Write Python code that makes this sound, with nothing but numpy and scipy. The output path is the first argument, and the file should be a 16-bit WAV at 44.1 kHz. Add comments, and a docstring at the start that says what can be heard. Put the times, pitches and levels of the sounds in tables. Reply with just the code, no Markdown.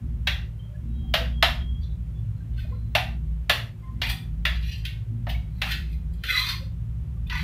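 """Spoon on a laden steel plate

A steel spoon taps and scrapes a steel plate heaped with rice, close to a phone in a small hard-walled room.
Taps are noise bursts over decaying modes, cracks that the room prolongs; scrapes are noise grains filtered
by the same modes. Faint thin tones are wavering sines. The hum is noise in low room resonances, over hiss."""
import sys
import numpy as np
from scipy import signal
from scipy.fft import rfft, irfft, next_fast_len
from scipy.io import wavfile
from scipy.ndimage import uniform_filter1d, map_coordinates

SR = 44100
rng = np.random.default_rng(int(sys.argv[2]) if len(sys.argv) > 2 else 0)


def master_out(mix):
    """Clip the mix to full scale and print it as 16-bit PCM to the path in sys.argv[1]."""
    frames = np.transpose(np.atleast_2d(mix))
    ceiling = np.clip(frames, -1, 1)
    pcm = np.round(ceiling * 32767).astype(np.int16)
    wavfile.write(sys.argv[1], SR, pcm)


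N = 327663

# Blows of spoon on plate; levels are relative, body lies near 1.5 kHz and sparkle above 9 kHz:
# start_s, level_db, knock_hz, knock_db, body_db, sparkle_db
TAP_EVENTS = [(0.2714, -7.5, 636, -19, -15.5, -29.5), (1.1389, -5.5, 650, -15, -16, -27.5),
              (1.4257, 1.5, 689, -11.5, -17.5, -28), (2.9509, -4, 741, -11.5, -16, -25.5),
              (3.4956, -3, 580, -14, -17, -24), (4.0166, -10.5, 690, -17, -19.5, -29.5),
              (4.1002, -25, 760, -41.5, -23, -30), (4.4524, -8, 665, -20, -13.5, -28),
              (4.6263, -30.5, 463, -28, -25, -31), (4.8512, -18.5, 458, -46, -30, -23.5),
              (5.268, -32, 696, -1.5, -8, -28.5), (5.2953, -21, 820, -58, -31.5, -28.5),
              (5.617, -11.5, 780, -18, -16, -26.5), (5.7185, -13, 423, -46, -21.5, -29.5),
              (6.2366, -22, 446, -30, -10.5, -20.5), (7.2714, -45, 454, -39, -28, -14),
              (7.298, -19, 462, -40.5, -21, -32.5)]
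# Pushes of the spoon's edge over the steel; body lies under 2.6 kHz and sparkle over 7 kHz, relative to between:
# strongest_s, swell_s, fade_s, level_db, body_db, sparkle_db, brightest_ring_hz, lowest_note_hz
SCRAPE_STROKES = [(1.836, 0.027, .012, -61.5, -13, -23.5, 3720, 3160),
                  (2.591, 0.047, 0.062, -60, -4.5, -12, 3220, 1500),
                  (2.72, 0.09, .06, -81, -3, -8.5, 4000, 1050),
                  (4.034, 0.0084, 0.036, -45.5, 4, -16, 3440, 900),
                  (4.101, .05, 0.0127, -39, -5.5, -8, 3430, 764),
                  (4.556, 0.018, 0.024, -51, -8, -16.5, 3010, 1070),
                  (4.68, 0.1, 0.072, -55, -4, -13, 3140, 1820),
                  (4.73, 0.038, 0.012, -48, -22, -19.5, 2900, 1750),
                  (4.777, 0.03, 0.032, -58.5, -9, -11, 3050, 2000),
                  (4.856, 0.015, 0.011, -48.5, 3, -17, 3240, 1550),
                  (5.298, 0.01507, 0.01, -41.5, -4, -12, 3690, 1760),
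                  (5.58, 0.1, 0.02, -74.5, -6, -5, 4050, 1756),
                  (5.66, 0.016, .08, -52.5, 5, -16.5, 2960, 945),
                  (5.722, 0.068, 0.0067, -39.5, -4, -10, 3400, 1700),
                  (5.82, .05, 0.092, -68, -4, -26, 2950, 1900),
                  (5.93, 0.052, 0.033, -67.5, 3, -3.5, 3580, 2200),
                  (6.135, 0.02, .03, -74.5, -9.5, 0, 3000, 1800),
                  (6.243, 0.0043, .04, -47, -10, -15.5, 3410, 1500),
                  (6.295, 0.035, 0.084, -40.5, 5, -10, 3650, 1496),
                  (6.385, 0.057, 0.049, -39, -5, -10.5, 3630, 1044),
                  (6.5, 0.16, .035, -38.5, -5, -15, 3490, 1020),
                  (7.315, 0.018, 0.1484, -46, 2.5, -17, 3180, 1003),
                  (7.4, 0.068, 0.056, -56.5, -21, -15.5, 3296, 860)]
# Modes of plate and spoon, relative levels: pitch_hz, level_db, t60_s
STEEL_MODES = [(1180, -28.5, 0.087), (1330, -26.5, 0.044), (1517, -3, 0.025), (1769, -3.5, 0.072),
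               (1933, -2, 0.018), (2100, -14, 0.078), (2450, -22, 0.077), (2619, -4.5, 0.07),
               (2750, 4.5, 0.056), (2950, 3.5, 0.016), (3100, -15.5, .05), (3312, -5.5, 0.062),
               (3528, -28, 0.021), (4080, -8.5, 0.019), (4200, -15.5, 0.092), (4620, -14, 0.099),
               (4820, -18.5, 0.03), (5880, -32.5, .05), (7770, -40, 0.025), (8780, -29, .05),
               (10040, -29, 0.033), (11750, -23, 0.055), (12930, -21.5, 0.039), (13300, -22.5, .04)]
# Spectrum of the tap's crack, relative: frequency_hz, density_db_per_hz
CRACK_SPECTRUM = [(220, -56), (380, -35.5), (480, -19.5), (560, -6), (1470, -10), (1910, 0.5), (2160, -2),
                  (3390, 0), (3660, -1), (6020, -20.5), (8330, -34), (11700, -26.5), (15500, -30.5)]
# Spectrum of the scraping, relative: frequency_hz, density_db_per_hz
GRIT_SPECTRUM = [(470, -52), (800, -16), (1030, -15), (1430, -11), (2130, -4), (2940, -11.5), (3290, -12.5),
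                 (4010, -5.5), (6110, -16.5), (7270, -21), (13000, -16.5), (15500, -16)]
# Faint thin tones: start_s, length_s, pitch_hz, level_db
THIN_TONES = [(0.59, 0.034, 3130, -52), (0.625, 0.075, 3230, -61.5), (0.641, 0.13, 600, -52),
              (0.742, 0.024, 1700, -55), (0.878, 0.21, 3850, -67.5), (0.917, 0.51, 3227, -57.5),
              (1.024, 0.12, 766, -56), (1.2, 0.063, 497.6, -40), (1.286, 0.58, 3264, -49.5),
              (1.808, 0.042, 4590, -61), (1.82, 0.14, 3520, -66), (1.88, 0.12, 3870, -69),
              (2.36, 0.079, 4140, -72), (2.135, 0.082, 3440, -63), (2.401, 0.039, 1587, -61),
              (2.64, 0.31, 4090, -68), (2.566, 0.069, 2650, -58.5), (2.586, 0.014, 1510, -39.5),
              (2.609, 0.041, 2480, -54), (2.646, 0.024, 613, -50.5), (2.68, 0.019, 810, -56),
              (2.71, 0.056, 495, -45.5), (2.717, 0.028, 1050, -57), (2.734, 0.024, 1380, -57),
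              (3.818, 0.13, 1042, -49.5), (3.83, 0.033, 2090, -56), (3.87, 0.042, 1840, -61.5),
              (3.956, 0.062, 2070, -59.5), (5.345, 0.016, 2240, -33), (5.554, 0.053, 4200, -67),
              (6.306, 0.044, 514, -49.5), (6.6, 0.06, 530, -50.5), (7.166, 0.024, 1158, -59),
              (7.264, 0.022, 2500, -50), (7.267, 0.031, 3550, -47)]
# Near reflections off plate rim, table and near walls, with the strong early ones thickening the first
# milliseconds of each blow: delay_ms, level_db
EARLY_ECHOES = [(1.3, 4), (2.1, -10.5), (3.2, 5.5), (4.3, -15.5), (5.6, 2.5), (7, -3), (9, -8),
                (11.5, -12.5), (14, -2), (18, -9)]
# Decay of the room's wash: frequency_hz, t60_s
ROOM_DECAY = [(400, 0.35), (1500, 0.37), (4000, 0.32), (8000, 0.36), (14000, 0.3)]
# Room resonances, for one pass of the filter: centre_hz, width_hz, gain_db
LOWEST_PEAKS = [(36, 6.3, -15), (57.9, 9.1, -4), (79.3, 5, -8.5)]
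SECOND_PEAKS = [(93.7, 16, -6.5), (112.13, 9.7, 1), (132.3, 7.8, -7)]
THIRD_PEAKS = [(152.8, 14, 1.5), (186.5, 26.6, -6)]
UPPER_PEAKS = [(226, 20, 0), (291.4, 30, -8.5), (329, 15, -10.5), (359.6, 9.6, -7)]
# Level of the hum in each of these groups over time: time_s, level_db
LOWEST_HUM = [(0.0, -29.5), (0.37, -29), (0.66, -42), (0.97, -28), (1.71, -26.5), (2.46, -37.5),
              (2.52, -28), (2.96, -33), (3.33, -27), (3.74, -43), (4.12, -27), (4.22, -57), (4.26, -31.5),
              (4.57, -25.5), (5.15, -40), (5.36, -25), (5.46, -33.5), (6.08, -27.5), (6.29, -36),
              (7.43, -29)]
SECOND_HUM = [(0.0, 4), (0.04, -37.5), (2.13, -39), (2.26, -27.5), (2.44, -36), (2.94, -32.5),
              (3.43, -45.5), (3.62, -31), (3.81, -42.5), (4.01, -33.5), (4.47, -42.5), (5.13, -30),
              (6.0, -45.5), (6.83, -33), (7.39, -39), (7.43, -47)]
THIRD_HUM = [(0.0, -40.5), (0.76, -45), (1.28, -39), (2.92, -44), (3.29, -37), (3.64, -49), (4.49, -37),
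             (5.09, -49.5), (5.28, -41), (6.17, -39), (6.31, -53.5), (6.52, -41.5), (7.33, -42),
             (7.43, -31)]
UPPER_HUM = [(0.0, -45), (0.04, -44), (0.81, -68.5), (0.83, -41.5), (1.78, -49), (1.88, -57.5),
             (3.17, -47.5), (3.41, -62), (3.52, -50), (3.89, -58.5), (3.93, -46), (5.07, -66),
             (5.11, -41.5), (5.57, -59.5), (5.61, -49.5), (6.21, -60), (7.41, -53), (7.43, -46)]
# Spectrum of the steady hiss, relative: frequency_hz, density_db_per_hz
HISS_SPECTRUM = [(150, -35), (250, -7.5), (318, -22.5), (359, -8), (427, -21.5), (499, -16), (615, -21),
                 (980, -24.5), (1070, -24.5), (3230, -31), (3460, -32.5), (4570, -38.5), (15600, -41.5)]

HISS_DB, TOP_HZ = -59.5, 15600  # overall hiss level; band limit of the phone
CONTACT_S = 0.0004  # the edge meets the steel over a moment, not at once
RING_DB, CRACK_DB = -32, 14  # the damped modes lie well under the crack
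SWING_DB = 20  # level change over one swell or fade time
MODE_WIDTH = 0.026  # width of a rubbed mode over its pitch
NOTE_DB = -7  # strength of the lowest note in a scrape


def amp(db):
    """Level and amplitude: 20 dB is a factor of ten."""
    return 10 ** (np.asarray(db) / 20)


def unit(x):
    """Normalization to unit root-mean-square amplitude."""
    return x / np.sqrt(np.mean(x ** 2) + 1e-20)


def along(points, hz):
    """Linear interpolation of (Hz, value) points on a logarithmic frequency axis."""
    f, v = np.transpose(points)
    return np.interp(np.log(hz + 1), np.log(f + 1), v)


def wander(count, position):
    """Smooth random fluctuation: a spline through independent normal values."""
    return map_coordinates(rng.standard_normal(count), [position])


def filtered(x, response):
    """Linear filtering: the spectrum is multiplied by a complex response of frequency."""
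    m = next_fast_len(len(x) + SR // 2)
    return irfft(rfft(x, m) * response(np.fft.rfftfreq(m, 1 / SR)), m)[:len(x)]


def causal(x, gain_db):
    """Minimum phase by the folded cepstrum: x is coloured without anything sounding early."""
    size = 2048
    cepstrum = irfft(np.log(amp(gain_db(np.fft.rfftfreq(size, 1 / SR))) + 1e-6))
    cepstrum[1:size // 2] *= 2
    cepstrum[size // 2 + 1:] = 0
    impulse = irfft(np.exp(rfft(cepstrum)))
    return signal.fftconvolve(x, impulse)[:len(x)]


def resonances(peaks):
    """Superposed second-order resonances of alternating polarity."""
    def response(f):
        total = 0
        for k, (centre, width, db) in enumerate(peaks):
            damping = 1j * f * width
            total = total + (-1) ** k * amp(db) * damping / (centre ** 2 - f ** 2 + damping)
        return total
    return response


def taps():
    """Impact excitation: a brief gritty blow rings damped modes at new strengths, over a low knock."""
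    out, t = np.zeros(N + SR), np.arange(SR // 5) / SR
    for start_s, db, knock_hz, knock_db, body_db, sparkle_db in TAP_EVENTS:
        tilt = [(0.53 * knock_hz, knock_db + 0.5), (knock_hz, knock_db + 23), (950, knock_db + 16),
                (1400, body_db + 21), (2100, body_db + 16), (2700, 0), (6000, 0), (9000, sparkle_db + 30)]
        detune = 1 + 0.011 * rng.standard_normal(len(STEEL_MODES))  # the food lies differently each time
        spread_db = rng.normal(0, 2.5, len(STEEL_MODES))
        ring = amp(knock_db + 21.5 - 60 * t / 0.043) * np.sin(2 * np.pi * knock_hz * t)
        for (hz, level_db, t60), factor, extra_db in zip(STEEL_MODES, detune, spread_db):
            decay = amp(level_db + along(tilt, hz) + extra_db - 60 * t / t60)
            ring += decay * np.sin(2 * np.pi * hz * factor * t)
        ring *= 1 - np.exp(-t / CONTACT_S)
        burst = (t * np.exp(-t / CONTACT_S))[:256] * rng.standard_normal(256)
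        grit = rfft(burst)
        blow = irfft(grit / np.abs(grit))  # every frequency equally strong
        blow = np.pad(blow, (0, len(t) - 256))
        crack = causal(blow, lambda hz: along(CRACK_SPECTRUM, hz) + along(tilt, hz))
        out[round(start_s * SR):][:len(t)] += amp(db) * (amp(RING_DB) * ring + amp(CRACK_DB) * crack)
    return out[:N]


def line(hz, centre, width):
    """Resonance curve: unity at the centre, with steep skirts."""
    return 1 / np.sqrt(1 + (2 * (hz - centre) / width) ** 4)


def friction_grains():
    """Stick-slip friction: the edge catches on tiny bumps in dense, uneven, surging grains."""
    bump_db = 3.8 * rng.exponential(1, N // 60 + 1).clip(0, 3)
    grains = rng.standard_normal(N) * amp(bump_db.repeat(60)[:N])
    grains *= amp(4 * wander(N // 250, np.arange(N) / 300))  # stick and slip in surges
    # the hand sets the force over longer times
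    return grains / np.sqrt(np.abs(uniform_filter1d(grains ** 2, size=1300)))


def scrape():
    """Friction-driven resonance: uneven grains keep the steel's modes ringing, push by push."""
    hz, t, z = signal.stft(friction_grains(), SR, nperseg=1024)
    hz = hz[:, None]
    bend = 1 + 0.025 * wander(120, t * 14)  # pressing shifts the modes a little
    modes = 0
    for f, _, _ in STEEL_MODES:
        turn = amp(5 * wander(80, t * 9))  # modes take turns as the spoon travels
        modes = modes + line(hz, f * bend, MODE_WIDTH * f) * turn
    peak_s, *_, ring_hz, lowest_hz = np.transpose(SCRAPE_STROKES)
    note_hz = np.interp(t, peak_s, lowest_hz)  # both pitches glide from push to push
    bite_hz = np.interp(t, peak_s, ring_hz)
    bed = amp(along([(4000, -10), (5500, -3)], hz))  # broadband grit between the modes
    colour = amp(along(GRIT_SPECTRUM, hz)) * (bed + modes)
    colour *= 1 + amp(10.5) * line(hz, bite_hz, 560)
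    colour /= 1 + (note_hz / (hz + 1)) ** 12  # little sounds below the lowest note
    colour += amp(NOTE_DB) * line(hz, note_hz, 115)
    bands = []
    for low, high in [(0, 2600), (2600, 7000), (7000, SR)]:
        inside = (hz >= low) & (hz < high)
        bands.append(unit(signal.istft(z * colour * inside, SR, nperseg=1024)[1][:N]))
    body, bite, sparkle = bands
    out, t = np.zeros(N), np.arange(N) / SR
    for s, swell, fade, db, body_db, sparkle_db, _, _ in SCRAPE_STROKES:
        on = slice(round((s - 2 * swell) * SR), round((s + 2 * fade) * SR))
        below = np.maximum((s - t[on]) / swell, (t[on] - s) / fade)
        mix = amp(body_db) * body[on] + bite[on] + amp(sparkle_db) * sparkle[on]
        out[on] += amp(db - SWING_DB * below) * mix
    return out


def tones():
    """Modulated sinusoids: thin tones start softly, waver in level and pitch, and fade."""
    out = np.zeros(N + SR)
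    for start_s, length_s, hz, db in THIN_TONES:
        t = np.arange(round(length_s * SR)) / SR
        flutter_db = 3.5 * wander(150, t * 130)
        pitch_hz = hz * (1 + 0.005 * wander(150, t * 130))
        fade = np.cos(np.pi / 2 * t / length_s) ** 0.74
        shape = np.minimum(t / (0.23 * length_s), 1) * fade
        wave = np.sin(2 * np.pi * np.cumsum(pitch_hz) / SR)
        out[round(start_s * SR):][:len(t)] += amp(db + flutter_db) * shape * wave
    return out[:N]


def room(x):
    """Reverberation by convolution: near echoes and a decaying wash, in a new pattern each moment."""
    out, hop = np.zeros(N + 2 * SR), SR // 8  # the patterns change as the spoon moves about
    padded = np.pad(x, (hop, 2 * hop))
    window = signal.windows.hann(2 * hop, False)
    delay_ms, echo_db = np.transpose(EARLY_ECHOES)
    for start in range(0, N + hop, hop):
        hz, t, z = signal.stft(rng.standard_normal(SR // 2), SR, nperseg=256)
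        drop_db = 130 * np.maximum(t - 0.19, 0)  # the wash falls away faster after 0.19 s
        decay = amp(-60 * t / along(ROOM_DECAY, hz)[:, None] - drop_db)
        tail = signal.istft(z * decay, SR, nperseg=256)[1]
        onset = np.minimum(np.arange(len(tail)) / (0.0083 * SR), 1)
        tail *= amp(10.5) * onset / np.linalg.norm(tail)
        jitter = rng.uniform(0.9, 1.1, len(delay_ms))
        delay = (delay_ms * jitter * SR / 1000).astype(int)
        tail[delay] += amp(echo_db) * rng.choice([-1, 1], len(delay_ms))
        wet = signal.fftconvolve(padded[start:start + 2 * hop] * window, tail)
        out[start:][:len(wet)] += wet
    return out[hop:][:N]


def hum():
    """Resonant filtering of noise: a low rumble stands in the room's resonances."""
    out = np.zeros(N)
    groups = [(LOWEST_HUM, LOWEST_PEAKS), (SECOND_HUM, SECOND_PEAKS),
              (THIRD_HUM, THIRD_PEAKS), (UPPER_HUM, UPPER_PEAKS)]
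    for level, peaks in groups:
        response = resonances(peaks)
        band = filtered(rng.standard_normal(N), lambda hz: response(hz) ** 2)  # two passes
        swing = np.sqrt(np.abs(uniform_filter1d(band ** 2, SR // 12)))
        steady = unit(band / (swing + 0.22 * band.std()))  # driven steadily, so few deep gaps
        out += amp(np.interp(np.arange(N) / SR, *np.transpose(level))) * steady
    return out


def hiss():
    """Stationary noise: a fixed spectrum at constant strength."""
    noise = filtered(rng.standard_normal(N), lambda hz: amp(along(HISS_SPECTRUM, hz)))
    return amp(HISS_DB) * unit(noise)


def scene():
    """Superposition of direct sound, room response and background; the thin tones excite the room less."""
    spoon, thin = taps() + scrape(), tones()
    wet = room(spoon + amp(-15) * thin)
    return (spoon + thin + wet + hum() + hiss())[None]


def record(dry):
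    """Band limitation: the phone keeps nothing at or above its band limit."""
    return filtered(dry[0], lambda hz: hz < TOP_HZ)[None]


dry = scene()
out = record(dry)
master_out(out)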